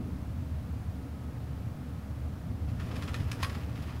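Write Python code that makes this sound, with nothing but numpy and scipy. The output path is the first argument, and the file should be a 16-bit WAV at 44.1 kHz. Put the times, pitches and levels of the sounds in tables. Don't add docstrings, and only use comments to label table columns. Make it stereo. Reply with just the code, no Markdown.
import sys
import numpy as np
from scipy import signal
from scipy.fft import rfft, irfft, next_fast_len
from scipy.io import wavfile

SR = 44100
rng = np.random.default_rng(int(sys.argv[2]) if len(sys.argv) > 2 else 0)


def persist_wave(psi):
    counts = np.round(np.clip(psi, -1, 1) * 32767).astype(np.int16)
    wavfile.write(sys.argv[1], SR, np.atleast_2d(counts).T)


N = 176400
TIME = np.arange(N) / SR
PADDED = 2 * next_fast_len(N // 2 + 8192)
FREQS = np.maximum(np.arange(PADDED // 2 + 1) * SR / PADDED, 1)
GRAINS_PER_S, TREBLE_HZ = 2200, 5170


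def from_db(db):
    return 10 ** (np.asarray(db) / 20)


def unit_rms(x):
    return x / np.sqrt(np.mean(x ** 2) + 1e-20)


def over_time(rows):
    return np.interp(TIME, *np.transpose(rows))


def over_hz(rows):
    hz, value = np.transpose(rows)
    return np.interp(np.log(FREQS), np.log(hz), value)


def lowpass(hz, steepness):
    return 1 / (1 + (FREQS / hz) ** steepness)


def peak(hz, width_hz):
    return 1 / (1 + (2 * (FREQS - hz) / width_hz) ** 2)


def filtered(x, response):
    return irfft(rfft(x, PADDED) * response, PADDED)[..., :N]


def minimum_phase(gain):
    cepstrum = irfft(np.log(gain + 1e-9))
    return np.exp(rfft(2 * cepstrum[:PADDED // 2], PADDED) - cepstrum[0])


def panned(x, balance):
    return filtered(x, from_db(over_hz(balance) * np.array([[.5], [-.5]])))


# frequency in Hz, left-right correlation.
MIC_LIKENESS = [(60, .98), (130, .96), (290, .87), (640, .52), (1410, .13), (3100, -.32), (6820, -.39),
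                (15000, -.21)]
# frequency in Hz, left minus right in dB.
ROOM_BALANCE = [(100, -4.5), (400, -3.5), (2400, -0.5), (15000, .5)]

def diffuse(pair):
    alike = over_hz(MIC_LIKENESS)
    mid = filtered(pair[0], np.sqrt(1 + alike))
    side = filtered(pair[1], np.sqrt(1 - alike))
    return panned(mid + side * np.array([[1], [-1]]), ROOM_BALANCE)


def room_noise(colour):
    noise = diffuse(filtered(rng.standard_normal((2, N)), colour))
    return noise / np.std(noise.mean(0))


# frequency in Hz, relative level in dB.
RUMBLE_COLOUR = [(18, -16.5), (28, -23), (40, -24), (52, -15.5), (64, -2.5), (80, -2.5), (95, -3),
                 (114, -1.5), (135, -6.5), (168, -10), (195, -11.5), (255, -11), (315, -22), (370, -24.5),
                 (500, -26.5)]
HISS_COLOUR = [(240, -28), (400, -1.5), (445, -1.5), (614, -3), (673, -6.5), (715, -0.5), (772, -5),
               (1280, -7.5), (1660, -11), (5000, -19.5), (8200, -24.5), (11000, -24.5), (15500, -26.5)]
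# time in seconds, gain in dB.
BASS_DRIFT = [(0, 0.5), (.95, 1.5), (1.07, -4.5), (1.4, -1), (1.55, 0), (2.5, 0.5), (2.75, 3), (3.0, -1),
              (3.22, 4.5), (3.6, -0.5), (4, 0.5)]
DRONE_DRIFT = [(0, 7), (.3, -0.5), (.6, -2.5), (1.3, 0), (1.8, -2), (2.4, -2.5), (2.9, 2.5), (3.5, 0),
               (4, 0.5)]

def room_tone(rumble_db=-37.5, hiss_db=-54.5, crossover_hz=450):
    low = lowpass(crossover_hz, 10)
    rumble = from_db(rumble_db) * room_noise(from_db(over_hz(RUMBLE_COLOUR)) * np.sqrt(low))
    hiss = from_db(hiss_db) * room_noise(from_db(over_hz(HISS_COLOUR)) * np.sqrt(1 - low))
    bass = filtered(rumble, lowpass(170, 6))
    drone = rumble - bass
    return bass * from_db(over_time(BASS_DRIFT)) + drone * from_db(over_time(DRONE_DRIFT)) + hiss


# frequency in Hz, level in dB.
HUM_LINES = [(75.4, -43), (289.5, -58), (479.3, -66.5), (635, -66.5), (730, -75), (1270, -73),
             (1402, -79.5)]

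def machine_hum(width_hz=6.06):
    return sum(from_db(db) * room_noise(peak(hz, width_hz)) for hz, db in HUM_LINES)


def grains(per_s, spread_db=2):
    sizes = from_db(spread_db * np.minimum(rng.exponential(1, N), 4))
    signs = rng.choice([-1, 1], N)
    slipping = rng.random(N) < per_s / SR
    return unit_rms(sizes * signs * slipping)


# frequency in Hz, level against the plain contact in dB, width in Hz.
LEAF_MODES = [(1176, 4.5, 170), (1375, 3, 74), (1680, -5, 62), (1820, 2.5, 330), (2550, 2, 280),
              (3060, -1, 140), (3420, -2.5, 170), (4270, -16, 84), (5070, 2, 310)]

def leaf(contacts, colour):
    resonance = 1 + sum(from_db(db) ** 2 * peak(hz, width) for hz, db, width in LEAF_MODES)
    gain = unit_rms(from_db(over_hz(colour)) * np.sqrt(resonance))
    return filtered(contacts, minimum_phase(gain))


# frequency in Hz, relative level in dB.
RUSTLE_COLOUR = [(150, 7), (450, 6.5), (750, 9), (1200, 3), (3000, -0.5), (5200, -7), (7500, -12),
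                 (11000, -10.5), (15500, -17)]
# time in seconds, level in dB.
RUSTLE_LEVEL = [(2.55, -81), (2.77, -61), (2.85, -56.5), (3.0, -51), (3.2, -51.5), (3.38, -52.5),
                (3.55, -51.5), (3.7, -56), (3.87, -53.5), (4, -56)]

def rustle(flutter_db=1.15, flutter_hz=25):
    flutter = unit_rms(filtered(rng.standard_normal(N), lowpass(flutter_hz, 2)))
    level = from_db(over_time(RUSTLE_LEVEL) + flutter_db * flutter)
    return leaf(grains(GRAINS_PER_S) * level, RUSTLE_COLOUR)


# time in seconds, level in dB.
RUB_LEVEL = [(2.65, -77), (2.84, -65), (2.89, -49), (2.96, -49.5), (3.05, -59), (3.15, -53), (3.24, -69),
             (3.5, -51), (3.7, -65), (4, -73)]

def rubbing():
    dull = unit_rms(filtered(grains(GRAINS_PER_S), peak(hz=440, width_hz=390)))
    return dull * from_db(over_time(RUB_LEVEL))


def treble_shelf(x, treble_db):
    treble = signal.lfilter(*signal.butter(1, TREBLE_HZ, "high", fs=SR), x + 1e-18)
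    return x + (from_db(treble_db) - 1) * treble


# frequency in Hz, relative level in dB.
CONTACT_COLOUR = [(150, 9), (450, -7.5), (780, -8.5), (1050, 2), (3200, -1.5), (5500, -9), (8000, -13.5),
                  (11000, -12.5), (15500, -29)]
# peak time in seconds, relative level in dB,
# rise and decay in seconds, treble in dB.
SCUFFS = [(2.686, -62.5, 0.0071, 0.041, 6.5), (2.801, -49, 0.0056, 0.017, -5), (2.868, -57, .015, .015, 3),
          (2.917, -47, 0.0076, 0.0078, -12), (2.962, -51, 0.0058, 0.016, 6),
          (3.032, -54.5, 0.0092, .018, 7.5), (3.092, -55, 0.0062, .012, 6),
          (3.149, -46, 0.0094, 0.008, 2.5), (3.204, -54.5, 0.0075, 0.011, 4), (3.321, -55, .008, 0.021, 3),
          (3.433, -49.5, 0.013, 0.016, 11), (3.502, -55.5, 0.011, 0.013, 5.5),
          (3.557, -52, 0.012, 0.01, -19), (3.826, -63, .004, 0.0062, 14), (3.890, -54, 0.0057, 0.034, -15)]

def scuffs(gain_db=4.5):
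    out, slips = np.zeros(N), grains(GRAINS_PER_S)
    for peak_s, db, rise_s, decay_s, treble_db in SCUFFS:
        falloff = np.maximum((peak_s - TIME) / rise_s, (TIME - peak_s) / decay_s)
        swell = np.exp(-np.minimum(falloff, 20))
        out += from_db(db + gain_db) * treble_shelf(slips * swell, treble_db)
    return leaf(out, CONTACT_COLOUR)


# start in seconds, peak level at the source in dB.
BUMPS = [(2.784, -29), (3.267, -28.5), (3.417, -26)]

def bumps(hz=75.7, rise_s=0.014):
    out = np.zeros(N)
    for start_s, db in BUMPS:
        age = np.maximum(TIME - start_s, 0)
        swell = (age / rise_s * np.exp(1 - age / rise_s)) ** 2
        out += from_db(db) * swell * np.sin(2 * np.pi * hz * age)
    return out


# start in seconds, relative level in dB, treble in dB,
# crackle decay in seconds, low cut in Hz, crackle over click in dB.
TICKS = [(2.799, -24, -1, .006, 1000, 6), (2.949, -26, 2, .003, 1000, 3), (3.024, -13, 0, .006, 700, 1),
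         (3.078, -9.5, -6, 0.013, 900, 8), (3.1432, -5.5, -6, .0045, 1200, 9),
         (3.161, -19.5, 7, .007, 1200, 8), (3.3163, -14.5, 10.5, 0.0023, 600, -8),
         (3.3194, -13, 8, .0015, 900, 2), (3.329, -17, 3, 0.0054, 500, 4),
         (3.4297, -6.5, 4.5, 0.0063, 800, -4), (3.433, -5.5, 3, .005, 850, 3),
         (3.4457, -6, -7, .003, 900, -2), (3.4489, -10.5, -10, .007, 800, -6),
         (3.4981, -13, -4, .006, 710, 7), (3.53, -26, 9, .002, 1500, 3), (3.5488, -16.5, 0, 0.0063, 700, 1),
         (3.554, -17, -10, .005, 700, 16), (3.757, -19, -2, 0.011, 900, 7), (3.883, -27, -9, .0043, 900, 6)]

def ticks(gain_db=-4.5):
    out, crackle = np.zeros(N), grains(per_s=2000)
    for start_s, db, treble_db, decay_s, low_cut_hz, crackle_db in TICKS:
        start = int(start_s * SR)
        age = TIME[:N - start]
        burst = crackle[start:] * np.exp(-age / decay_s)
        burst *= from_db(crackle_db) / np.sqrt(np.sum(burst ** 2) + 1e-12)
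        burst[0] -= 1
        burst /= np.sqrt(np.sum(burst ** 2))
        burst = signal.lfilter(*signal.butter(2, low_cut_hz, "high", fs=SR), burst + 1e-18)
        out[start:] += from_db(db + gain_db) * treble_shelf(burst, treble_db)
    return leaf(out, CONTACT_COLOUR)


# start in seconds, relative level in dB.
SNAPS = [(3.4300, -30), (3.4498, -42)]
# frequency in Hz, relative level in dB, seconds to fall 60 dB.
SNAP_MODES = [(1077, 2.5, 0.053), (1113, -12.5, 0.27), (1374, -10, 0.059), (1605, -13, 0.1),
              (1903, -9, 0.12), (2510, -15, 0.057), (3740, -23, 0.055), (4132, -13, .07)]

def snap_ring():
    out = np.zeros(N)
    for start_s, db in SNAPS:
        age = np.maximum(TIME - start_s, 0)
        for hz, mode_db, t60_s in SNAP_MODES:
            out += from_db(db + mode_db - 60 * age / t60_s) * np.sin(2 * np.pi * hz * age)
    return out


def room_tail(x, gain_db=-11, delay_s=0.0047, low_t60_s=0.15, treble_t60_s=0.22, treble_db=7):
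    reflections = rng.standard_normal((2, N)) * (TIME > delay_s)

    def decay(t60_s):
        tail = reflections * from_db(-60 * TIME / t60_s)
        return rfft(tail / np.sqrt(np.sum(tail ** 2, axis=1, keepdims=True)), PADDED)

    low = lowpass(TREBLE_HZ, 2)
    response = decay(low_t60_s) * low + from_db(treble_db) * decay(treble_t60_s) * (1 - low)
    return from_db(gain_db) * diffuse(filtered(x, response))


# frequency in Hz, lag in radians.
LEFT_LAG = [(300, 0), (1500, .15), (4800, .6), (7000, 2.0), (9500, 4.4), (12500, 4.8), (15300, 5.1)]
# frequency in Hz, left minus right in dB.
LEAF_BALANCE = [(300, -4), (1500, -4.5), (4500, -5.5), (7800, -14), (10000, -1.5), (15000, 6)]

def direct_path(x):
    lags = np.exp(-1j * over_hz(LEFT_LAG) * np.array([[1], [0]]))
    return panned(filtered(x, lags), LEAF_BALANCE)


def scene():
    close = ticks() + snap_ring() + scuffs() + rustle() + rubbing()
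    return direct_path(close + bumps()) + room_tail(close) + room_tone() + machine_hum()


def record(dry):
    return filtered(dry, lowpass(hz=15800, steepness=500))


dry = scene()
out = record(dry)
persist_wave(out)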